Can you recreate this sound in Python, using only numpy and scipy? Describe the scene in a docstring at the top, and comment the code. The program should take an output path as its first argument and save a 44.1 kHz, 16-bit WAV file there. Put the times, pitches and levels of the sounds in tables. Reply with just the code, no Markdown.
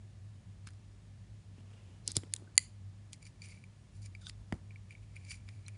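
"""A small quiet room, a phone close by: scissors close on a plastic drinking straw. Stick-slip noise makes the
scrapes, clusters of dying sines the clicks; falling low swings and rattling noise shake the phone's case. The
pinched straw pops open, then fingers rub and tap the cut piece, which rings like a short open pipe: noise and
taps drive its modes. Behind are an appliance's narrow-band hum near 100 Hz, low rumble, faint whines and hiss."""
import sys
import numpy as np
from scipy import signal
from scipy.fft import rfft, irfft, next_fast_len
from scipy.io import wavfile
from scipy.ndimage import uniform_filter1d

SR = 44100
rng = np.random.default_rng(int(sys.argv[2]) if len(sys.argv) > 2 else 0)


def to_linear_factor(level_db):
    """Convert decibel levels (scalar or array-like) to linear amplitude factors."""
    exponent = np.asarray(level_db, float) / 20
    return 10 ** exponent


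def wrap_up_sound(samples):
    """Save the sound to the file named by the first command line argument, as 16-bit audio."""
    columns = np.atleast_2d(samples).T
    # keep every value between -1 and 1, then stretch to whole-number steps
    tamed = np.clip(columns, -1, 1)
    steps = np.round(tamed * 32767).astype(np.int16)
    wavfile.write(sys.argv[1], SR, steps)


N = 254456

# Blade and handle clicks. Each row: start in seconds, level in dB, tilt in dB per octave (harder = brighter),
# gain of the outer modes in dB an octave off.
BLADE_CLICKS = [(0.672, -42, -0.5, 5), (0.6798, -52, -7, 1), (0.6874, -50.5, -3, .3), (0.7054, -65, 4, 9),
                (0.7344, -58, 5, -4), (2.077, -31, 16.5, 5), (2.1174, -42, 18.5, 0), (2.1484, -63, -8, -4),
                (2.1574, -45.5, 7.5, 4), (2.1666, -21.5, 11, 3), (2.1874, -56.5, 1.5, 8.5),
                (2.2347, -54, -4.5, 5), (2.3372, -29, 9.5, 4), (2.363, -36, 8.5, -2),
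                (3.1313, -36.5, 12, -3.5), (4.2958, -31.5, 3, -8.5), (4.5241, -41, -2.2, 6.5),
                (4.5284, -62.5, -1.5, 16.5), (5.4883, -43, -6, -4), (5.682, -47.5, 9, 7)]
# Modes of the scissors. Each row: pitch in Hz, level in dB, t60 in seconds.
SCISSOR_MODES = [(1770, 0, 0.007), (2650, -0.5, 0.0093), (4250, -1, 0.012), (6600, -1.5, 0.0058),
                 (8570, 1, 0.0055)]
# Blades scraping on the plastic. Each row: peak in seconds, level in dB, rise in seconds, fall in seconds.
BLADE_SCRAPES = [(.67, -53.5, 0.0047, .02), (.72, -80, .15, 0.13), (2.085, -51, 0.024, 0.046),
                 (2.107, -52, 0.044, 0.023), (2.155, -44.5, 0.0067, 0.025), (2.168, -40, .006, 0.012),
                 (2.19, -67.5, 0.045, 0.2), (2.322, -64.5, 0.0068, .08), (4.528, -76, .1, 0.047)]
# Colour of the scrape. Each row: frequency in Hz, relative density in dB per Hz.
SCRAPE_SPECTRUM = [(300, -37), (1500, -13.5), (3000, -9.5), (4000, 0), (5200, 0.5), (6500, -8),
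                   (8000, -18.5), (10000, -10), (11200, -30)]
# Scissors creaking under the grip. Each row: peak in seconds, level in dB, rise in seconds, fall in seconds.
GRIP_CREAKS = [(1.59, -65.5, .06, 0.055), (1.71, -65, 0.065, 0.55), (1.95, -72.5, 0.27, .13)]
# Colour of the creak. Each row: frequency in Hz, relative density in dB per Hz.
CREAK_SPECTRUM = [(200, 2.5), (400, -1), (900, -8.5), (1800, -11), (2100, -12.5), (2850, -6), (3600, -16.5),
                  (6000, -19), (10000, -23)]
# Tiny squeaks. Each row: start in seconds, level in dB, pitch in Hz, t60 in seconds.
TINY_SQUEAKS = [(.6715, -45, 1310, 0.016), (.729, -60, 5000, .012), (2.473, -50.5, 1525, 0.032),
                (2.087, -48, 1430, 0.02), (4.215, -57.5, 1540, 0.039), (4.228, -58, 1400, 0.044),
                (4.28, -53, 1270, 0.033), (5.663, -37, 4110, 0.015), (5.662, -47, 5730, 0.018)]

# Taps and creases of the straw. 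Each row: start in seconds, level of the second mode in dB,
# tilt in dB per octave, gain of the outer modes in dB an octave off.
STRAW_TAPS = [(2.5545, -53.5, 7.5, -3.5), (2.5662, -57, 8.5, -2.5), (3.2266, -49.5, 1, 1),
              (3.2525, -47, 4, -9), (3.4189, -38.5, -4, -8), (3.6391, -59.5, -6, 8.5),
              (4.15, -48.5, -11, 0), (4.7072, -71.5, -15.5, 10.5), (4.7586, -70.5, -16, 11),
              (4.9072, -62.5, -5.5, 15.5), (4.951, -69.5, -18, 7), (4.9794, -72, -6, 7),
              (5.157, -58, -6, 4), (5.1647, -60, -4.5, 16), (5.249, -50.5, -3.5, -0.5),
              (5.307, -37, -11, -12)]
# Air column of the open straw. Each row: pitch in Hz, level in dB, t60 in seconds when tapped.
PIPE_MODES = [(2320, 0, .019), (4700, 0, .014), (7080, 0, .013), (9480, 0, .011)]
# Dry crack of the straw's wall. Each row: pitch in Hz, level in dB, t60 in seconds.
WALL_MODES = [(3300, -20, 0.0017), (5800, -12, .004), (8300, -11.5, .004)]
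# The pinched straw springs open. One row: start in seconds, level in dB.
POP_OPEN = (2.5782, -7.8)
# The flattened straw. Each row: pitch in Hz, level in dB, t60 in seconds.
PINCHED_MODES = [(1010, -22.5, 0.0072), (2033, -11, 0.024), (2406, -12, 0.0088), (2950, -7.5, .007),
                 (3451, -16.5, 0.007), (4290, -5, 0.0088), (4720, -3, 0.014), (5900, -11, .005),
                 (6620, -2.5, 0.0056), (7224, 5, 0.0059), (8140, -17, 0.0089), (8600, -10, 0.0079),
                 (9650, 5.5, .0065)]
# Fingers sliding on the straw. Each row: peak in seconds, level of the soft rub in dB, rise in seconds,
# fall in seconds, drive of the rustle over the rub in dB.
FINGER_RUBS = [(3.134, -59.5, .012, 0.021, 6.5), (3.225, -67, 0.019, 0.035, 1),
               (3.268, -61.5, 0.019, 0.024, 5.3), (3.425, -64.5, 0.0093, 0.11, -3),
               (3.446, -60.5, 0.038, 0.032, 1), (3.505, -62, 0.069, 0.14, -2), (3.957, -80, 0.044, 0.11, 9),
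               (4.022, -77, 0.0065, 0.043, 15.5), (4.061, -56.5, 0.024, 0.013, 0.8),
               (4.22, -77, 0.013, 0.025, 13), (4.295, -70, 0.042, 0.016, 15.5),
               (4.711, -62, 0.013, .022, -21), (4.917, -56.5, 0.024, 0.046, -11),
               (5.03, -74.5, 0.036, 0.051, -2.5), (5.163, -56.5, 0.019, 0.031, -16.5),
               (5.25, -67.5, 0.15, .2, -5), (5.313, -49.5, 0.035, 0.053, 1),
               (5.492, -58.5, 0.018, 0.015, -10), (5.53, -74, 0.081, 0.22, -1.5),
               (5.687, -61, 0.035, 0.016, -8.5), (5.75, -73, 0.096, 0.09, -11)]
# Colour of the rustle. Each row: frequency in Hz, relative density in dB per Hz.
RUSTLE_SPECTRUM = [(1200, -45), (2500, -20), (4700, 5.5), (6000, 3), (8000, -2), (9600, 3), (10300, -43),
                   (11200, -90)]
# Straw with a finger over one end. Each row: pitch in Hz, level in dB, t60 in seconds.
COVERED_MODES = [(1500, -11.5, 0.032), (3640, 5, 0.0092), (4750, -6, 0.0038), (6100, -8, 0.012),
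                 (8160, -11.5, 0.016)]
# Sliding on the covered straw. Each row: peak in seconds, level in dB, rise in seconds, fall in seconds.
COVERED_RUBS = [(4.218, -69, .013, .1), (4.264, -57.5, 0.03, 0.047), (4.285, -66, 0.055, .01)]
# Taps on the covered straw. Each row: start in seconds, level in dB.
COVERED_STRAW_TAPS = [(4.2682, -36)]

# Bumps through the phone's case, and the low thud of the straw popping open at 2.5786 s. Each row: start in
# seconds, level in dB, starting pitch in Hz, t60 in seconds.
CASE_BUMPS = [(0.671, -48, 248, 0.037), (1.582, -51, 400, 0.055), (2.085, -46.5, 410, 0.025),
              (2.1665, -38, 545, 0.09), (2.171, -27, 148, 0.066), (2.234, -42.5, 450, 0.063),
              (2.422, -47, 480, 0.036), (2.5786, -47.5, 901, .015), (4.5236, -31.5, 890, 0.012),
              (4.5258, -24, 277, 0.038), (4.531, -27.5, 93, .055), (4.553, -46, 397, 0.035)]
# Case rattling in the hand. 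Each row: peak in seconds, level in dB, rise in seconds, fall in seconds.
CASE_RATTLES = [(2.095, -56, 0.041, 0.036), (2.17, -46.5, 0.016, 0.032), (2.24, -59, 0.043, 0.068),
                (2.42, -64.5, .2, 0.16), (4.53, -55.5, .008, 0.096), (4.555, -62, 0.028, 0.039)]
# Colour of the rattle. Each row: frequency in Hz, relative density in dB per Hz.
RATTLE_SPECTRUM = [(120, -4), (300, 4), (700, -10), (1500, -15.5), (3000, -28.5)]

# Decay of the room. Each row: frequency in Hz, t60 in seconds.
ROOM_DECAY = [(300, .25), (2000, .26), (6000, .24), (11000, .2)]
# Nearest surfaces. Each row: delay in seconds, level in dB.
NEAR_ECHOES = [(0.0138, -31), (.024, -38.5)]

# Hum outside its dips. Each row: time in seconds, level in dB.
HUM_LEVEL = [(0, -50.5), (.39, -51), (.75, -50.5), (1.01, -59.5), (1.2, -50), (1.5, -54.5), (2.0, -51.5),
             (2.19, -48), (2.31, -52), (2.68, -57), (2.88, -46), (2.94, -53.5), (3.57, -53), (3.86, -56),
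             (3.97, -47.5), (4.37, -54.5), (4.65, -49), (5.06, -53), (5.33, -48), (5.45, -52), (5.71, -46),
             (5.77, -50.5)]
# Brief dips of the hum. Each row: centre in seconds, depth in dB.
HUM_DIPS = [(.13, -10), (.43, -23), (.57, -5.5), (1.27, -17), (1.43, -12), (2.25, -8), (3.21, -20.5),
            (3.34, -29), (3.61, -4.5), (3.74, -7), (3.91, -24), (4.58, -15), (4.96, -7), (5.64, -11)]
# Wandering rumble. Each row: time in seconds, level in dB.
RUMBLE_LEVEL = [(0.0, -62.5), (1.3, -58.5), (1.98, -64), (2.19, -62), (2.47, -61.5), (3.74, -64),
                (4.5, -54.5), (4.71, -59.5), (5.43, -55), (5.77, -65)]
# Colour of the rumble. Each row: frequency in Hz, relative density in dB per Hz.
RUMBLE_SPECTRUM = [(20, -37.5), (32, -15.5), (48, 14), (70, 7.5), (85, 0), (110, -46)]
# Faint unsteady tones. Each row: pitch in Hz, level in dB.
FAINT_WHINES = [(1730, -89), (6950, -90.5)]
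# Room noise and hiss ahead of its top cut. Each row: frequency in Hz, relative density in dB per Hz.
AIR_SPECTRUM = [(74, -33.5), (125, 1), (187, -1), (256, -12), (516, -22), (598, -20), (803, -24),
                (1230, -26), (1400, -29), (1840, -27), (4880, -31.5), (6800, -33.5), (10200, -36),
                (13300, -68), (22000, -120)]


def scissors():
    """Steel on plastic: stick-slip scrapes and creaks, squeaks of single modes, clicks of mode clusters."""
    scrape = strokes(BLADE_SCRAPES) * coloured(gritty(spread_db=2.5), SCRAPE_SPECTRUM)
    creak = strokes(GRIP_CREAKS) * coloured(gritty(spread_db=2), CREAK_SPECTRUM)
    squeaks = np.zeros(N)
    for s, db, hz, t60_s in TINY_SQUEAKS:
        add(squeaks, s, ring([(hz, db, t60_s)], attack_s=0.0022))
    centre_hz = SCISSOR_MODES[2][0]
    clicks = blows(BLADE_CLICKS, SCISSOR_MODES, centre_hz, attack_s=0.00037, spread=0.22, count=10)
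    return scrape + creak + squeaks + clicks


def straw():
    """Everything the straw does: taps, the pop and the rubbing."""
    return straw_taps() + straw_pop() + straw_rubs()


def straw_taps():
    """A tap rings the open air column and cracks the wall; covering one end changes the modes."""
    centre_hz = PIPE_MODES[1][0]
    out = blows(STRAW_TAPS, PIPE_MODES, centre_hz, attack_s=0.00065, spread=0.014, count=1)
    out += blows(STRAW_TAPS, WALL_MODES, centre_hz, attack_s=0.0003, spread=0.2, count=6)
    for s, db in COVERED_STRAW_TAPS:
        add(out, s, to_linear_factor(db) * ring(COVERED_MODES, attack_s=0.00026))
    return out


def straw_pop():
    """Springing open strikes all modes of the flattened straw at once."""
    out = np.zeros(N)
    s, db = POP_OPEN
    add(out, s, to_linear_factor(db) * ring(PINCHED_MODES, attack_s=0.00031))
    return out


def straw_rubs():
    """Friction drives the air column: a soft rub its lowest mode, a rustle the upper ones."""
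    soft_gain = strokes([row[:4] for row in FINGER_RUBS])
    rustle_gain = strokes([(s, db + over, rise, fall) for s, db, rise, fall, over in FINGER_RUBS])
    # the finger pad damps the mode it drives
    damped = [(hz, db, 0.7 * t60_s) for hz, db, t60_s in PIPE_MODES[:1]]
    soft = soft_gain * sounded(damped, spread_db=3.5)
    covered = strokes(COVERED_RUBS) * sounded(COVERED_MODES, spread_db=0.5)
    upper = 0.75 * sounded(PIPE_MODES[1:], spread_db=4)
    surface = 0.7 * coloured(gritty(spread_db=1.5), RUSTLE_SPECTRUM)
    return soft + covered + rustle_gain * (upper + surface)


def case_bumps():
    """A knock on the case, or the low thud of the pop, is a swing that slows as it dies; the case then rattles
    as gritty noise."""
    out = np.zeros(N)
    t = np.arange(SR // 4) / SR
    slowing = 0.6  # 1 = steady pitch
    for s, db, hz, t60_s in CASE_BUMPS:
        cycles = ((hz * t + 1) ** slowing - 1) / slowing
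        add(out, s, to_linear_factor(db - 60 * t / t60_s) * np.sin(2 * np.pi * cycles))
    return out + strokes(CASE_RATTLES) * coloured(gritty(spread_db=3), RATTLE_SPECTRUM)


def room(x, tail_db):
    """Two near echoes, then a noise tail that builds up while each frequency dies at its own speed."""
    hz, t, z = signal.stft(rng.standard_normal(SR // 2), SR, nperseg=256)
    decay = to_linear_factor(-60 * t / along(ROOM_DECAY, hz)[:, None])
    buildup = 1 - 0.79 * np.exp(-(t / 0.031) ** 2)
    tail = signal.istft(z * decay * buildup, SR, nperseg=256)[1]
    tail = tail * to_linear_factor(tail_db) / np.linalg.norm(tail)
    response = np.pad(tail, (SR // 200, 0))  # tail starts 5 ms late
    for delay_s, db in NEAR_ECHOES:
        response[round(delay_s * SR)] += to_linear_factor(db)
    return signal.fftconvolve(x, response)[:N]


def background():
    """Sum of the steady sources."""
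    return hum() + rumble() + whines() + hiss()


def hum():
    """The appliance: a narrow noise band that wavers and dips briefly."""
    t = np.arange(N) / SR
    half_dip_s = 0.039
    dips_db = sum(db * np.maximum(1 - abs(t - s) / half_dip_s, 0) for s, db in HUM_DIPS)
    return gains(HUM_LEVEL) * to_linear_factor(dips_db) * narrow(100.94, width_hz=7.6)


def rumble():
    """Low noise of wandering level."""
    return gains(RUMBLE_LEVEL) * coloured(rng.standard_normal(N), RUMBLE_SPECTRUM)


def whines():
    """Narrow noise bands heard as faint unsteady tones."""
    return sum(to_linear_factor(db) * narrow(hz, width_hz=29) for hz, db in FAINT_WHINES)


def hiss():
    """Room noise and microphone hiss: coloured noise that ends abruptly at the top."""
    noise = coloured(rng.standard_normal(N), AIR_SPECTRUM)
    return to_linear_factor(-61.5) * filtered(noise, lambda hz: 1 / (1 + (hz / 10400) ** 140))


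def blows(events, modes, centre_hz, attack_s, spread, count):
    """Contacts strike the same modes; hardness tilts them, place favours the outer or the middle ones."""
    out = np.zeros(N)
    octaves = np.log2(np.array(modes)[:, 0] / centre_hz)
    for s, db, tilt, bend in events:
        struck = [(hz, mode_db + tilt * x + bend * x ** 2, t60_s)
                  for (hz, mode_db, t60_s), x in zip(modes, octaves)]
        add(out, s, to_linear_factor(db) * ring(struck, attack_s, spread, count))
    return out


def ring(modes, attack_s, spread=0, count=1):
    """One blow: each mode is a cluster of count dying sines; a wide cluster makes a dry crack."""
    t = np.arange(SR // 10) / SR
    hz, db, t60_s = np.repeat(np.asarray(modes, float), count, axis=0).T[:, :, None]
    detune = 1 + spread * rng.uniform(-1.3, 1, hz.shape)
    if count > 1:
        sign = np.where(rng.random(hz.shape) < 0.5, -1, 1)
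    else:
        sign = (-1.0) ** np.arange(len(hz))[:, None]
    waves = sign * to_linear_factor(db - 60 * t / t60_s) * np.sin(2 * np.pi * hz * detune * t)
    onset = 1 - np.exp(-(t / attack_s) ** 2)
    return waves.sum(0) * onset / np.sqrt(count)


def sounded(modes, spread_db):
    """Friction noise through resonances, rms 1; a mode's width follows from its decay."""
    def column(f):
        total = 0
        for hz, db, t60_s in modes:
            width_hz = np.log(1000) / np.pi / t60_s
            drag = 1j * f * width_hz
            total = total + to_linear_factor(db) * drag / (hz * hz - f * f + drag)
        return total
    return unit(filtered(gritty(spread_db), column))


def gritty(spread_db):
    """Stick-slip noise: its size jumps about every millisecond and clumps every six."""
    slips = np.repeat(rng.standard_normal(N // 40 + 1), 40)[:N]
    clumps = np.repeat(rng.standard_normal(N // 260 + 1), 260)[:N]
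    clumps = uniform_filter1d(clumps, 90)
    return rng.standard_normal(N) * to_linear_factor(spread_db * (slips + 0.8 * clumps))


def narrow(hz, width_hz):
    """A narrow noise band with its swings flattened, rms 1: an unsteady tone."""
    noise = rng.standard_normal(N)
    band = signal.hilbert(filtered(noise, lambda f: np.exp(-((f - hz) / width_hz) ** 2)))
    return unit((band / np.abs(band) ** 0.55).real)


def strokes(rows):
    """A gain per sample: each stroke climbs 20 dB in its rise time and drops 20 dB in its fall time."""
    t = np.arange(N) / SR
    return sum(to_linear_factor(db - 20 * np.maximum((s - t) / rise_s, (t - s) / fall_s))
               for s, db, rise_s, fall_s in rows)


def gains(rows):
    """A gain per sample from (s, dB) rows."""
    s, db = np.transpose(rows)
    return to_linear_factor(np.interp(np.arange(N) / SR, s, db))


def coloured(x, spectrum):
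    """x shaped by a spectrum, rms 1."""
    return unit(filtered(x, lambda hz: to_linear_factor(along(spectrum, hz))))


def filtered(x, response):
    """x times a complex response of frequency."""
    m = next_fast_len(N + SR // 2)
    return irfft(rfft(x, m) * response(np.fft.rfftfreq(m, 1 / SR)), m)[:N]


def along(points, hz):
    """(Hz, value) points read on a log axis."""
    f, v = np.transpose(points)
    return np.interp(np.log(hz + 1), np.log(f + 1), v)


def unit(x):
    """x scaled to rms 1."""
    return x / np.sqrt(np.mean(x ** 2) + 1e-20)


def add(track, s, sound):
    """Mixes a sound in at time s."""
    part = track[round(s * SR):][:len(sound)]
    part += sound[:len(part)]


def scene():
    """Hands close to the phone with their room sound, case bumps and background dry."""
    near = scissors() + straw()
    return (near + room(near, tail_db=-30) + case_bumps() + background())[None]


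def band_limit(x):
    """A steep low-pass at the top of the band."""
    return signal.sosfilt(signal.butter(12, 11270, fs=SR, output="sos"), x)


def record(dry):
    """The phone cuts the deepest bass, rolls off steeply near 10.8 kHz and limits peaks softly at 0.97."""
    def response(hz):
        bass_cut = (1j * hz / (1j * hz + 25)) ** 2
        return bass_cut / (1 + (hz / 10850) ** 45)
    band = filtered(dry[0], response)
    limited = band / (1 + abs(band / 0.97) ** 12) ** (1 / 12)
    return band_limit(limited[None])


dry = scene()
out = record(dry)
wrap_up_sound(out)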